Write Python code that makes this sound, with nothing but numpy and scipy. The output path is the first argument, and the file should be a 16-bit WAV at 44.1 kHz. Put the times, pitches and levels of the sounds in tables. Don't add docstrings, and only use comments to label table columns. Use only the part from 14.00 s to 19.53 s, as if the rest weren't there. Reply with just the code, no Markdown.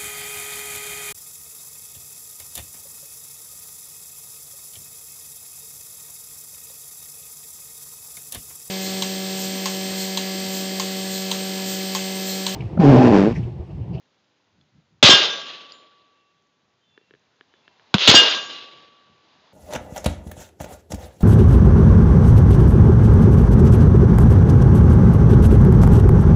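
import sys
import numpy as np
from scipy import signal
from scipy.io import wavfile

SR = 44100
rng = np.random.default_rng(int(sys.argv[2]) if len(sys.argv) > 2 else 0)


def dump(signal):
    limited = np.clip(np.atleast_2d(signal).T, -1, 1)
    pcm = np.round(limited * 32767).astype(np.int16)
    wavfile.write(sys.argv[1], SR, pcm)


def elevation(decibels):
    levels = np.asarray(decibels, float)
    return 10 ** (levels / 20)


N = 243873


def at_hz(points, hz):
    table = np.array(points)
    return np.interp(np.log(hz), np.log(table[:, 0]), table[:, 1])


def rms_one(x):
    return x / np.sqrt(np.mean(x ** 2) + 1e-20)


def band_pass(x, order, low_hz, high_hz):
    return signal.sosfilt(signal.butter(order, [low_hz, high_hz], "band", fs=SR, output="sos"), x)


def drift(corner_hz):
    r = np.exp(-2 * np.pi * corner_hz / (SR / 20))
    noise = rng.standard_normal(N // 20 + 2002)
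    slow = signal.lfilter([1], [1, -2 * r, r * r], noise)[2000:]
    return np.interp(np.arange(N) / 20, np.arange(len(slow)), rms_one(slow))


def ring_of(x, hz, t60):
    r, w = elevation(-60 / (t60 * SR)), 2 * np.pi * hz / SR
    return signal.lfilter([0, np.sin(w)], [1, -2 * r * np.cos(w), r * r], x)


def ring(start_s, hz, level_db, t60):
    clicks = np.full(N, 1e-18)
    clicks[np.round(np.array(start_s) * SR).astype(int)] = elevation(np.array(level_db))
    return ring_of(clicks, hz, t60)


def bands(colour, flicker_db):
    edges = 40 * 2 ** (np.arange(25) / 3)
    centres = np.sqrt(edges[1:] * edges[:-1])
    white = rng.standard_normal((2, N))
    together = drift(40)
    out = []
    for k, centre in enumerate(centres):
        band = band_pass(white[k % 2], 2, edges[k], edges[k + 1])
        flicker = flicker_db * (together + drift(20))
        out.append(band * elevation(at_hz(colour, centre) + flicker))
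    return centres, np.array(out) / np.std(np.sum(out, axis=0))


def scatter(x, delay_s, t60):
    t = np.arange(SR) / SR
    swell = 1 - np.exp(-(t / delay_s) ** 4)
    cloud = rng.standard_normal(SR) * swell * elevation(-60 * t / t60)
    return signal.fftconvolve(x, cloud / np.linalg.norm(cloud))[:N]


# pitch_hz [Hz], level_db [dB per Hz]
AIR_COLOUR = [(24, -39), (40, -9.5), (129, -8), (253, -4.5), (569, -6.5), (651, -13), (1120, -13.5),
              (1500, -8.5), (2200, -11.5), (4000, -11.5), (5200, -19.5), (7200, -18), (9000, -50),
              (11200, -69), (19000, -120)]
# [dB above calm, before each sound's share]
BREEZE = [(0.0, 3), (1.0, -1), (2.9, 0.13), (3.4, 3.5), (3.7, 7), (3.92, 11), (4.9, 4), (5.2, 8),
          (5.3, 10.5), (5.53, 11.5)]
# pitch_hz [Hz], share [of the breeze's dB]
HISS_FOLLOWS = [(150, 0.7), (1500, .75), (4300, 1.15), (6800, .4)]
# peak_s [s], level_db [dB]
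GUSTS = [(.592, -61), (.772, -58.5), (.94, -61), (3.135, -71), (4.78, -67), (5.122, -68), (5.39, -68)]


def air():
    hiss_db, rush_db, rush_share, rush_lumps_db = -69.5, -79, 1.3, 1.5
    wind_db, wind_lumps_db, gust_half_width_s = -81.5, 3.5, .035
    t = np.arange(N) / SR
    breeze_s, breeze_level = np.transpose(BREEZE)
    breeze_db = np.interp(t, breeze_s, breeze_level)

    centres, noise = bands(AIR_COLOUR, flicker_db=.3)
    hiss_gains = elevation(hiss_db + np.outer(at_hz(HISS_FOLLOWS, centres), breeze_db))
    hiss = np.sum(hiss_gains * noise, axis=0)

    white = rng.standard_normal((2, N))
    rush = rms_one(band_pass(white[0], 2, 650, 1150))
    rush_gain = elevation(rush_db + rush_share * breeze_db + rush_lumps_db * drift(10))

    wind = rms_one(band_pass(white[1], 2, 70, 190))
    gusts = sum(elevation(db) * np.exp(-.5 * ((t - s) / gust_half_width_s) ** 2) for s, db in GUSTS)
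    wind_gain = elevation(wind_db + wind_lumps_db * drift(6)) + gusts
    return hiss + rush_gain * rush + wind_gain * wind


# start_s [s], pitch_hz [Hz at the start], length_s [s], level_db [dB], fall_hz [Hz]
BIRD = [(2.11, 2745, .2, -71, 30), (2.812, 3165, .06, -69.5, 60.33), (2.83, 3545, .14, -68.5, 54.6),
        (2.882, 2755, .25, -70, 36), (3.506, 3080, .07, -67, 53.9), (3.526, 3490, .1, -67, 44),
        (3.607, 2720, 0.13, -68, 27.9)]


def bird():
    out = np.zeros(N)
    waver_hz = 22 * drift(40)
    for start_s, pitch_hz, length_s, level_db, fall_hz in BIRD:
        at, t = int(start_s * SR), np.arange(int(length_s * SR)) / SR
        note = slice(at, at + len(t))
        hz = pitch_hz - fall_hz * np.sqrt(t / length_s) + waver_hz[note]
        swell = np.sqrt(np.sin(np.pi * t / length_s))
        out[note] += elevation(level_db) * swell * np.sin(2 * np.pi * np.cumsum(hz) / SR)
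    return out + elevation(-2) * scatter(out, .012, .6)


# start_s [s], level_db [dB at 1 kHz], brightness [dB per octave]
TICKS = [(2.977, -35, -1.5), (3.013, -52, -5), (3.1086, -38.5, -1.5), (3.1379, -37.5, -3),
         (3.15, -44, -1.5), (3.410, -36, 2), (3.539, -43.5, 1), (3.679, -42.5, 6), (3.7966, -44.5, 2)]
# pitch_hz [Hz], level_db [dB, added to the tick's], t60 [s]
BODY = [(426, -6, 0.021), (1020, -33, 0.023), (1740, -3, 0.012), (2220, -7, 0.0045), (2990, -8, 0.0059),
        (3220, -10, 0.0026)]


def camera_ticks():
    start_s, level_db, brightness = np.transpose(TICKS)
    chance_db = rng.normal(0, 1, (len(start_s), len(BODY)))
    ticks = np.zeros(N)
    for k, (pitch_hz, mode_db, t60) in enumerate(BODY):
        tilt_db = brightness * np.log2(pitch_hz / 1000)
        ticks += ring(start_s, pitch_hz, level_db + mode_db + tilt_db + chance_db[:, k], t60)
    return band_pass(ticks, 3, 250, 4000)


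# start_s [s], pitch_hz [Hz], level_db [dB], t60 [s]
CLINKS = [(.612, 3450, -52, .02), (.612, 4200, -56, .015), (1.721, 4760, -29, .012),
          (1.721, 4100, -40, .006), (1.721, 7010, -53, .35), (2.423, 6300, -60, .004),
          (2.47, 6300, -59, .004), (3.195, 6400, -59, .004), (3.365, 6300, -60, .004)]


def clinks():
    return sum(ring([start_s], hz, [db], t60) for start_s, hz, db, t60 in CLINKS)


LATE_S = [1.305, 4.345]
LATE_HZ = [1146, 2850, 3193, 3557, 5960, 6748]
LATE_T60 = [2.2, 1.5, 1.1, 1.0, .5, .55]
# first_db [dB], second_db [dB]
LATE = [(-38.5, -38.5), (-48, -44.5), (-36.5, -48), (-46, -50.5), (-37, -39), (-52, -45.5)]


def late_ring():
    rings = sum(ring(LATE_S, hz, strengths_db, t60) for hz, t60, strengths_db in zip(LATE_HZ, LATE_T60, LATE))
    return rings + elevation(-17) * scatter(rings, .04, .4)


STRIKES_S = [1.097, 4.149]
PLATE_HZ = [1616, 2143, 2807, 2842, 2960, 3185, 3210, 3555, 4768, 5324, 5556, 6748, 7300]
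PLATE_T60 = [.42, .1, .15, .4, .18, .33, .2, .33, .2, .2, .15, .1, .08]
# build_up [s, t60 of the part missing at first], first_db [dB], second_db [dB]
PLATE = [(.04, -8.5, -7.5), (.01, -31, -18), (.02, -26.5, -12), (0.1, -3, 4.5), (0.016, -22, -9),
         (0.012, -2.5, -4), (.02, -17, -22.5), (0.081, -1, -2), (0.0043, -21, -4), (0.044, -6, -17.5),
         (.008, -14.5, -7.5), (0.0063, -12.5, -5.5), (.01, -23, -14)]
# delay_s [s], level_db [dB]
PLATE_RETURNS = [(.14, -21.0), (.195, -27.0), (.3, -39.0)]


def plate():
    rings = np.zeros(N)
    for hz, t60, (build_up, *strengths_db) in zip(PLATE_HZ, PLATE_T60, PLATE):
        missing = ring(STRIKES_S, hz, strengths_db, min(build_up, .7 * t60))
        rings += ring(STRIKES_S, hz, strengths_db, t60) - missing

    swing_after_s, swing_takes_s, swing_db = .055, .012, np.array([-2, -5])
    t = np.arange(N) / SR
    last = np.maximum(np.searchsorted(STRIKES_S, t) - 1, 0)
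    since = t - np.array(STRIKES_S)[last]
    swing = np.clip((since - swing_after_s) / swing_takes_s, 0, 1)
    direct = elevation(swing_db[last] * swing) * rings

    out = direct + elevation(-29.5) * scatter(rings, .15, .88)
    for delay_s, level_db in PLATE_RETURNS:
        lag = round(delay_s * SR)
        out[lag:] += elevation(level_db) * scatter(rings, .004, .04)[:-lag]
    return out


# lead_s [s], pitch_hz [Hz], level_db [dB], t60 [s]
SMACK = [(.0075, 800.5, 1, 0.0088), (.0045, 350.5, 1.5, 0.013)]


def bullet_smack():
    return sum(ring(np.array(STRIKES_S) - lead_s, hz, db, t60) for lead_s, hz, db, t60 in SMACK)


# start_s [s], pitch_hz [Hz], level_db [dB], t60 [s]
LONE_THUMPS = [(1.135, 197.7, -7, 0.015), (3.943, 1593, -1.5, 0.003), (3.9448, 196.4, -2.5, 0.048),
               (3.983, 3406, -4.5, 0.0053), (4.1137, 387, -1, 0.01)]


def lone_thumps():
    return sum(ring([start_s], hz, [db], t60) for start_s, hz, db, t60 in LONE_THUMPS)


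# start_s [s], level_db [dB]
SHOTS = [(1.027, 0.0), (4.075, 0)]
# delay_s [s], pitch_hz [Hz], level_db [dB], t60 [s]
THUMPS = [(.006, 357.6, 2.5, .009), (.009, 109.2, -5.0, .05), (0.0131, 200.3, 3.5, .018)]


def muzzle_thumps():
    shot_s, shot_db = np.transpose(SHOTS)
    return sum(ring(shot_s + delay_s, hz, shot_db + db, t60) for delay_s, hz, db, t60 in THUMPS)


def rolling(returns, centres, spread):
    octaves = np.log2(centres / 3000)[:, None]
    bass = np.clip(-octaves / 2, 0, 1)
    treble = np.clip(octaves, 0, 1)
    t, power = np.arange(2 * SR) / SR, 0
    for delay_s, level_db, t60, bass_db, treble_db in returns:
        since = np.maximum(t - delay_s, 0)
        swell = 1 - np.exp(-since / (spread * delay_s + 1e-4))
        band_db = level_db + bass * bass_db + treble * treble_db
        power = power + (swell * elevation(band_db - 60 * since / t60)) ** 2
    return power


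# pitch_hz [Hz], share [factor on a return's t60]
DIES_FASTER = [(100, .5), (400, .95), (3000, 1.11), (7000, .85)]


def paced(returns, centres):
    share = at_hz(DIES_FASTER, centres)[:, None]
    return [(delay_s, db, t60 * share, *tone) for delay_s, db, t60, *tone in returns]


# crack, ground wash and the roll swelling behind it
# delay_s [s], level_db [dB], t60 [s, before its share], bass_db [dB added], treble_db [dB added]
FAR_RETURNS = [(0, -3.5, .045, 3.5, -6), (0, -28.5, .4, 3, -5), (.038, -10.5, 0.81, -10.5, -7.5)]


def far_report(centres):
    return rolling(paced(FAR_RETURNS, centres), centres, spread=.74)


# blast, near bank, second bank, far tree line
# delay_s [s], level_db [dB], t60 [s, before its share], bass_db [dB added], treble_db [dB added]
RETURNS = [(0, 2.5, .3, -3.5, -2.5), (.066, -7, .55, 1.5, 1), (.17, -15, .45, -9.5, -14.5),
           (.28, -32, .3, -8, -6), (.41, -29, 0.71, -16, -9.5)]
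# pitch_hz [Hz], t60 [s]
TAIL_T60 = [(140, 1.5), (350, 1.646), (1000, 1.45), (3500, 1.6), (7000, 1.2)]


def near_report(centres):
    tail = (.0021, -24.5, at_hz(TAIL_T60, centres)[:, None], 5, -7)
    return rolling(paced(RETURNS, centres) + [tail], centres, spread=.06)


# pitch_hz [Hz], level_db [dB per Hz]
ROLL_COLOUR = [(24, -49), (40, -32), (216, -14), (475, -8.5), (556, -7), (762, -12), (933, -12.5),
               (1090, -6), (1190, -9.5), (2450, -11.5), (3290, -1), (7560, -20), (8650, -32.5),
               (11200, -71), (19000, -120)]


def echo_roll():
    far_shot_s, crackle_db, crackle_hz = 3.941, 2.5, 120
    capsule_hz, capsule_width_hz, capsule_db = 3387, 260, -4.5
    loud_from_db, loud_span_db = -16.5, 18.5
    centres, noise = bands(ROLL_COLOUR, flicker_db=1.22)

    near = near_report(centres)
    reports = [(start_s, elevation(2 * db) * near) for start_s, db in SHOTS]
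    reports.append((far_shot_s, far_report(centres)))
    power = np.full((len(centres), N + 2 * SR), 1e-18)
    for start_s, roll in reports:
        at = round(start_s * SR)
        power[:, at:at + 2 * SR] += roll
    gains = np.sqrt(power[:, :N])

    drive = gains[np.argmin(np.abs(centres - capsule_hz))]
    loud = np.clip((20 * np.log10(drive) - loud_from_db) / loud_span_db, 0, 1)
    capsule = rms_one(ring_of(rng.standard_normal(N), capsule_hz, 3.8 / capsule_width_hz))
    echoes = np.sum(gains * noise, axis=0) + elevation(capsule_db) * drive * loud * capsule
    crackle = elevation(crackle_db * np.sqrt(loud) * drift(crackle_hz))
    return echoes * crackle


def scene():
    guns = echo_roll() + muzzle_thumps() + lone_thumps()
    steel = bullet_smack() + plate() + late_ring()
    background = camera_ticks() + clinks() + bird() + air()
    return (guns + steel + background)[None]


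def top_cut(x):
    return signal.sosfilt(signal.butter(12, 8800, fs=SR, output="sos"), x)


def record(dry):
    dull_above_hz, clip_level, knee = 6850, .74, 6
    dulled = signal.sosfilt(signal.ellip(5, 1, 45, dull_above_hz, fs=SR, output="sos"), dry)
    overloaded = dulled / (1 + np.abs(dulled / clip_level) ** knee) ** (1 / knee)
    no_bass = signal.sosfilt(signal.butter(4, 85, "high", fs=SR, output="sos"), overloaded)
    no_top = signal.sosfilt(signal.cheby2(12, 60, 9100, fs=SR, output="sos"), no_bass)
    finished = np.clip(no_top, -1, 1)
    return top_cut(finished)


dry = scene()
out = record(dry)
dump(out)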